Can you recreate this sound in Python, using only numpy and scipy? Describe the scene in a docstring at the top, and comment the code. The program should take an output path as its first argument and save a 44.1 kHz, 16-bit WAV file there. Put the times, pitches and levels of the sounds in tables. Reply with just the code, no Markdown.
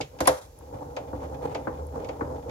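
"""In a small room, a stereo pair hears the spring motor of a wooden cabinet phonograph wound by hand.
Gear chatter and a faint crank clack open; two sharp knocks follow as the crank is taken up, with sizzling metal.
Then the gear teeth chatter on, rub and scrape, while the loose crank clacks and thuds and the cabinet booms.
Impacts are decaying bands of noise, most with ringing modes; the gears are trains of such impacts, the boom
is a wavering sine, and steady noise is the quiet room."""
import sys
import numpy as np
from scipy import signal
from scipy.fft import rfft, irfft
from scipy.io import wavfile
from scipy.ndimage import uniform_filter1d

SR = 44100
rng = np.random.default_rng(int(sys.argv[2]) if len(sys.argv) > 2 else 0)


def store_wav(level_fs):
    """Save 16-bit WAV to argv[1]."""
    pcm = np.round(np.clip(np.atleast_2d(level_fs), -1, 1) * 32767)
    wavfile.write(sys.argv[1], SR, pcm.T.astype(np.int16))


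N = 110250  # 2.5 s


def amp(db):
    """Decibels to gain."""
    return 10 ** (np.asarray(db) / 20)


def read(points, hz):
    """Reads a spectrum table on a log-frequency axis."""
    f, value = np.transpose(points)
    return np.interp(np.log(hz + 1), np.log(f + 1), value)


def curve(points):
    """Reads a time table at every sample, straight between its points."""
    return np.interp(np.arange(N) / SR, *np.transpose(points))


def evened(x):
    """Scales to rms 1."""
    return x / np.sqrt(np.mean(x ** 2) + 1e-20)


def pan(db):
    """Left and right gains for a level difference, positive to the left."""
    return amp([[db / 2], [-db / 2]])


def add(mix, s, sound):
    """Mixes a stereo sound in at time s."""
    part = mix[:, max(round(s * SR), 0):][:, :sound.shape[1]]
    part += sound[:, :part.shape[1]]


def decay(t, t60):
    """Falls by 60 dB in t60 seconds."""
    return np.exp(-np.log(1000) * t / t60)


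# Likeness of the two microphones: columns pitch_hz, correlation
MIC_LIKENESS = [(140, 0.98), (290, 0.95), (450, 0.6), (700, -0.24), (1050, -0.14), (3000, -0.0029)]
# Lean of the sound towards the left microphone: columns pitch_hz, left_over_right_db
LEFT_LEAN = [(150, 1), (330, 0), (600, -1.5), (1400, 3), (3000, 0), (6500, -8), (10500, 10.5), (13000, 1)]
LEFT_LEAD = .3  # share of the left-right difference that is a quarter cycle ahead of the common part


def noise(colour, size):
    """Stereo noise of a given colour, most alike at the two microphones in the bass."""
    hz = np.fft.rfftfreq(size, 1 / SR)
    a, b = np.exp(2j * np.pi * rng.random((2, len(hz))))
    same = read(MIC_LIKENESS, hz)
    mid = a * np.sqrt(1 + same)
    side = (1j * LEFT_LEAD * a + np.sqrt(1 - LEFT_LEAD ** 2) * b) * np.sqrt(1 - same)
    lean_db = read(LEFT_LEAN, hz) * np.array([[.5], [-.5]])
    spectrum = np.array([mid + side, mid - side]) * amp(read(colour, hz) + lean_db)
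    return evened(irfft(spectrum, size))


TREBLE_HZ = 1530  # crossover from wood to metal


def treble_share(hz):
    """Near 0 in the wood's range, near 1 in the metal's."""
    return 1 / (1 + (TREBLE_HZ / hz) ** 4)


# Ringing of the struck body: columns pitch_hz, t60_s
BODY_RING = [(60, 0.19), (150, 0.19), (500, 0.16), (1200, 0.039), (3000, 0.1), (10000, 0.032)]
# Tail of the small room: columns pitch_hz, t60_s
ROOM_TAIL = [(60, 0.46), (16000, 0.21)]
# Start of that tail against the direct ringing: columns pitch_hz, level_db
ROOM_TAIL_LEVEL = [(60, -28), (500, -13.5), (2000, -16), (10000, -16)]
RISE_S, RISE_CYCLES = 0.00078, 1  # each band's rise time is the sum of both


def blow(colour, treble_db=0, lag_s=0, size=22050, compact=True):
    """Dense ringing of a struck body: each band swells, dies quickly and leaves a room tail."""
    hz = np.fft.rfftfreq(size, 1 / SR)
    spectrum = rfft(noise(colour, size))
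    out = np.zeros((2, size))
    centres = np.geomspace(60, 14000, 12)
    for f, share in zip(centres, np.eye(len(centres))):
        high = treble_share(f)
        t = np.maximum(np.arange(size) / SR - lag_s * (1 - high), 0)  # the wood answers late
        band_gain = np.interp(np.log(hz + 1), np.log(centres), share)
        band = irfft(spectrum * band_gain, size)
        # A compact blow has no late swells.
        power = uniform_filter1d((band ** 2).mean(0), int(6 * SR / f), mode="wrap")
        steady = band / np.sqrt(power) if compact else band
        rise = 1 - np.exp(-(t / (RISE_S + RISE_CYCLES / f)) ** 2)
        direct = decay(t, read(BODY_RING, f))
        tail = amp(read(ROOM_TAIL_LEVEL, f)) * decay(t, read(ROOM_TAIL, f))
        envelope = rise * np.hypot(direct, tail)
        level = band.std() * np.sqrt(np.mean(envelope ** 2)) * amp(treble_db * high)
        out += evened(steady * envelope) * level
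    return out


def blows(table, colour, lag_s=0):
    """Plays a table of blows of one kind."""
    out = np.zeros((2, N))
    for s, db, treble_db in table:
        add(out, s, amp(db) * blow(colour, treble_db, lag_s))
    return out


MODES_DB, MODE_RISE_CYCLES = -6.5, 3.3  # all modes against their blow; time constant of the rise


def ringing(table, modes):
    """Each blow sets single modes ringing; the higher ones mostly reach the microphones more out of step."""
    out, t = np.zeros((2, N)), np.arange(SR // 2) / SR
    for s, db, treble_db in table:
        for hz, mode_db, t60 in modes:
            lag = np.arccos(read(MIC_LIKENESS, hz)) * np.array([[0], [1]])  # the right one lags
            tone = np.sin(2 * np.pi * (hz * t + rng.random()) - lag)
            rise = 1 - np.exp(-t * hz / MODE_RISE_CYCLES)
            level = amp(db + mode_db + MODES_DB + treble_db * treble_share(hz))
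            add(out, s, level * tone * rise * decay(t, t60) * pan(read(LEFT_LEAN, hz)))
    return out


# Colour of the quiet room: columns pitch_hz, level_db
ROOM_TONE_COLOUR = [(20, -26), (58, 3.5), (130, -12), (200, -24), (3000, -37.5), (7200, -33.5), (8800, -44),
                    (12000, -35.5), (13300, -40)]


def room_tone():
    """The quiet room behind everything, as steady coloured noise."""
    return amp(-51) * noise(ROOM_TONE_COLOUR, N)


# Swells of the cabinet's low boom: columns time_s, level_db
BOOM_SWELLS = [(.25, -60.5), (.3, -37.5), (.4, -73), (1.08, -48.5), (1.29, -39.5), (1.62, -60.5),
               (1.84, -35), (2.06, -58), (2.36, -41), (2.5, -49)]
BOOM_HZ, BOOM_WANDER = 70.96, 0.029  # centre pitch; random spread as a fraction of it


def boom(count=30):
    """The cabinet's lowest resonance: a sine that swells under the load, wavering in pitch."""
    wander = np.interp(np.arange(N), np.linspace(0, N, count), rng.standard_normal(count))
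    cycles = np.cumsum(BOOM_HZ * (1 + BOOM_WANDER * wander)) / SR
    return amp(curve(BOOM_SWELLS)) * evened(np.sin(2 * np.pi * cycles))


# Force on the gears: columns time_s, level_db
GEAR_EFFORT = [(0, -27), (.09, -56), (.15, -44.5), (.5, -56.5), (.68, -47.5), (.73, -39.5), (1.09, -42.5),
               (1.2, -39), (1.48, -35.5), (1.64, -39.5), (1.77, -37), (1.9, -43.5), (1.98, -32.5),
               (2.19, -38.5), (2.33, -32), (2.42, -42), (2.5, -31.5)]
# Colour of metal scraping on metal: columns pitch_hz, level_db
SCRAPE_COLOUR = [(700, 5), (2400, -2), (7000, -21.5)]
GRIT_PER_S, GRIT_SPREAD_DB = 36, 3  # mean rate; dB per unit of random strength
GRIT_DB, GRIT_FOLLOW = -30.5, 0.73  # level at 0 dB effort; dB per dB of effort


def grit():
    """Small irregular scrapes of metal on metal, stronger under load."""
    chance, strength = rng.random(N), np.minimum(rng.exponential(1, N), 3)
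    clicks = (chance < GRIT_PER_S / SR) * amp(GRIT_SPREAD_DB * strength)
    scrapes = signal.fftconvolve(clicks[None], blow(SCRAPE_COLOUR), axes=1)[:, :N]
    return evened(scrapes) * amp(GRIT_DB + GRIT_FOLLOW * curve(GEAR_EFFORT))


def flutter(depth_db, count=600):
    """A quick random wobble of level."""
    wobble = np.interp(np.arange(N), np.linspace(0, N, count), rng.standard_normal(count))
    return evened(amp(depth_db * wobble))


# Surges of rubbing as the gears bind: columns middle_s, groan_db, scrape_db
RUB_SURGES = [(0.751, -38, -71), (0.828, -37.5, -78), (1.236, -32.5, -52), (1.45, -31.5, -47),
              (1.515, -36.5, -49), (1.963, -33.5, -63)]
# Colour of the gears through the cabinet: columns pitch_hz, level_db
GEAR_CABINET_COLOUR = [(40, -17.5), (60, 1.5), (150, 5), (200, -14.5), (285, 5.5), (370, -9), (485, 8.5),
                       (700, -5), (830, 5), (1000, -4), (1250, -12), (2600, -40), (7000, -35), (16000, -54)]
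RUB_S, RUB_FLUTTER_DB = 0.023, 2.7  # time from the middle to 1/e; random spread of level


def rubs():
    """The gears bind in short rough surges: a groan in the cabinet and a scrape of metal."""
    t, out = np.arange(N) / SR, np.zeros((2, N))
    groan, scrape = noise(GEAR_CABINET_COLOUR, N), noise(SCRAPE_COLOUR, N)
    for s, groan_db, scrape_db in RUB_SURGES:
        surge = np.exp(-((t - s) / RUB_S) ** 2)
        out += surge * (amp(groan_db) * groan + amp(scrape_db) * scrape)
    return out * flutter(RUB_FLUTTER_DB)


TEETH_PER_S, TOOTH_JITTER, TOOTH_SPREAD_DB = 87, .13, 2  # jitter in tooth spacings
RASP_DB = -14  # rubbing between the clicks, relative to them


def gears(count=8, size=400):
    """Gear teeth rub and click unevenly into the cabinet, as hard as the hand pushes."""
    jitter, strength, order = rng.standard_normal((size, 3)).T
    at = ((np.arange(size) + TOOTH_JITTER * jitter) * SR / TEETH_PER_S).astype(int)
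    which = np.argsort(order) % count  # each tooth gets one of a few different click sounds
    out = np.zeros((2, N))
    for k in range(count):
        clicks = np.zeros(N)
        use = (at >= 0) & (at < N) & (which == k)
        clicks[at[use]] = amp(TOOTH_SPREAD_DB * strength[use])
        click_sound = blow(GEAR_CABINET_COLOUR, compact=False)
        out += signal.fftconvolve(clicks[None], click_sound, axes=1)[:, :N]
    rasp = amp(RASP_DB) * noise(GEAR_CABINET_COLOUR, N)
    return (evened(out) + rasp) * amp(curve(GEAR_EFFORT))


# Colour of the loose metal: columns pitch_hz, level_db
LOOSE_METAL_COLOUR = [(300, -13), (7200, -10), (8800, -17), (10800, -13), (16000, -28)]
SIZZLE_START_S, SIZZLE_HOLD_S, SIZZLE_RELEASE_S, SIZZLE_DB = 0.23, 0.17, 0.045, -49
SIZZLE_PER_S, SIZZLE_RING_S = 220, 0.012  # mean contacts per second; 1/e decay of each


def sizzle(size=2048):
    """Loose metal rattles around the second knock in a quick uneven patter that holds, then fades."""
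    t = np.arange(N) / SR - SIZZLE_START_S
    attack = np.clip(t / .01, 0, 1)
    release = np.exp(-np.maximum(t - SIZZLE_HOLD_S, 0) / SIZZLE_RELEASE_S)
    contact = noise(LOOSE_METAL_COLOUR, size) * np.exp(-np.arange(size) / SR / SIZZLE_RING_S)
    hits = (rng.random((1, N)) < SIZZLE_PER_S / SR).astype(float)
    patter = signal.fftconvolve(hits, contact, axes=1)[:, :N]
    return amp(SIZZLE_DB) * attack * release * evened(patter)


# Bright metal ticks, the loudest with the second knock: columns start_s, level_db, decay_s (to 1/e)
METAL_TICKS = [(0.273, -21, 0.0059), (.589, -47.5, 0.0017), (1.869, -48, 0.00092)]
# Colour of the ticks: columns pitch_hz, level_db
METAL_TICK_COLOUR = [(3000, -25), (9000, -12.5), (10700, 5.5), (12500, -28), (16000, -29)]
TICK_PAN_DB = 12.5  # added to the lean already in the noise


def ticks(size=2048):
    """Dry metal ticks towards the left microphone: noise that dies within milliseconds."""
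    out, t = np.zeros((2, N)), np.arange(size) / SR
    for s, db, decay_s in METAL_TICKS:
        tick = np.exp(-t / decay_s) * noise(METAL_TICK_COLOUR, size)
        add(out, s, amp(db) * pan(TICK_PAN_DB) * tick)
    return out


# Dull thuds, the first giving the first knock its low body, the rest as the load shifts: columns start_s,
# level_db, treble_db
THUDS = [(.206, -20.5, -30), (.608, -42, -3), (1.13, -24, -16), (1.6705, -22, 10.5), (2.208, -21, 9)]
# Colour of the thuds: columns pitch_hz, level_db
THUD_COLOUR = [(35, -32), (65, 16), (200, -3.5), (290, 14), (390, -2.5), (480, 11.5), (700, -1.5),
               (900, 9.5), (1500, -2.5), (3000, -41), (16000, -73)]


def thuds():
    """Dull thuds in the cabinet, one under the first knock and the rest from the shifting load, as dense
    ringing without separate modes."""
    return blows(THUDS, THUD_COLOUR)


# Metal clacks of the crank in its socket: columns start_s, level_db, treble_db
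CRANK_CLACKS = [(.009, -43.5, 23), (.187, -39, 2), (.2535, -23, -4), (.2697, -22.5, -2.5),
                (.9645, -23.5, -5.5), (1.5468, -22, -6), (2.044, -43.5, 6), (2.087, -26, -8.5),
                (2.494, -25.5, -13)]
# Colour of the clacks: columns pitch_hz, level_db
CRANK_CLACK_COLOUR = [(220, -19), (560, 1), (880, -1), (1700, -14), (2300, -9), (4100, -20.5), (7000, -21),
                      (9000, -35.5), (16000, -44)]
# Modes of the crank in its socket: columns pitch_hz, level_db, t60_s
CRANK_MODES = [(531, -3, 0.17), (762, 5.5, 0.028), (2245, -9, 0.08), (4750, -8.5, 0.044)]


def clacks():
    """The loose crank clacks in its socket, the wood answering up to 5 ms after the metal."""
    return blows(CRANK_CLACKS, CRANK_CLACK_COLOUR, .005) + ringing(CRANK_CLACKS, CRANK_MODES)


# Hard knocks of the crank: columns start_s, level_db, treble_db
CRANK_KNOCKS = [(0.2038, -20.5, 5.5), (0.2741, -9.5, 4)]
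# Colour of the knocks: columns pitch_hz, level_db
CRANK_KNOCK_COLOUR = [(40, -38), (65, -31), (150, -2), (210, -22), (520, 5.5), (750, 7.5), (1050, 3.5),
                      (1900, -7), (2500, -18.5), (7000, -15.5), (9000, -23), (11300, -15), (16000, -32)]
# Modes of the struck cabinet: columns pitch_hz, level_db, t60_s
CABINET_MODES = [(288, 0, 0.11), (516, 1.5, 0.23), (598, -5, 0.2), (771, -9, 0.18), (921, -10, 0.08),
                 (1032, 13, 0.035), (1412, -11, 0.13), (1928, -10.5, .06)]


def knocks():
    """The crank knocks hard on the cabinet, the wood answering up to 1 ms after the metal."""
    return blows(CRANK_KNOCKS, CRANK_KNOCK_COLOUR, .001) + ringing(CRANK_KNOCKS, CABINET_MODES)


def scene():
    """The quiet room, the cabinet, the gears and the crank together."""
    background = room_tone() + boom()
    mechanism = grit() + rubs() + gears()
    loose_metal = sizzle() + ticks()
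    crank = thuds() + clacks() + knocks()
    return background + mechanism + loose_metal + crank


EDGE_HZ = 15900  # top of the recorder's band


def record(dry):
    """The recorder's bass cut and band limit."""
    bass_cut = signal.butter(3, 42, "highpass", fs=SR, output="sos")
    band_limit = signal.firwin(511, EDGE_HZ, window=("kaiser", 9), fs=SR)
    return signal.oaconvolve(signal.sosfilt(bass_cut, dry), band_limit[None], "same")


dry = scene()
out = record(dry)
store_wav(out)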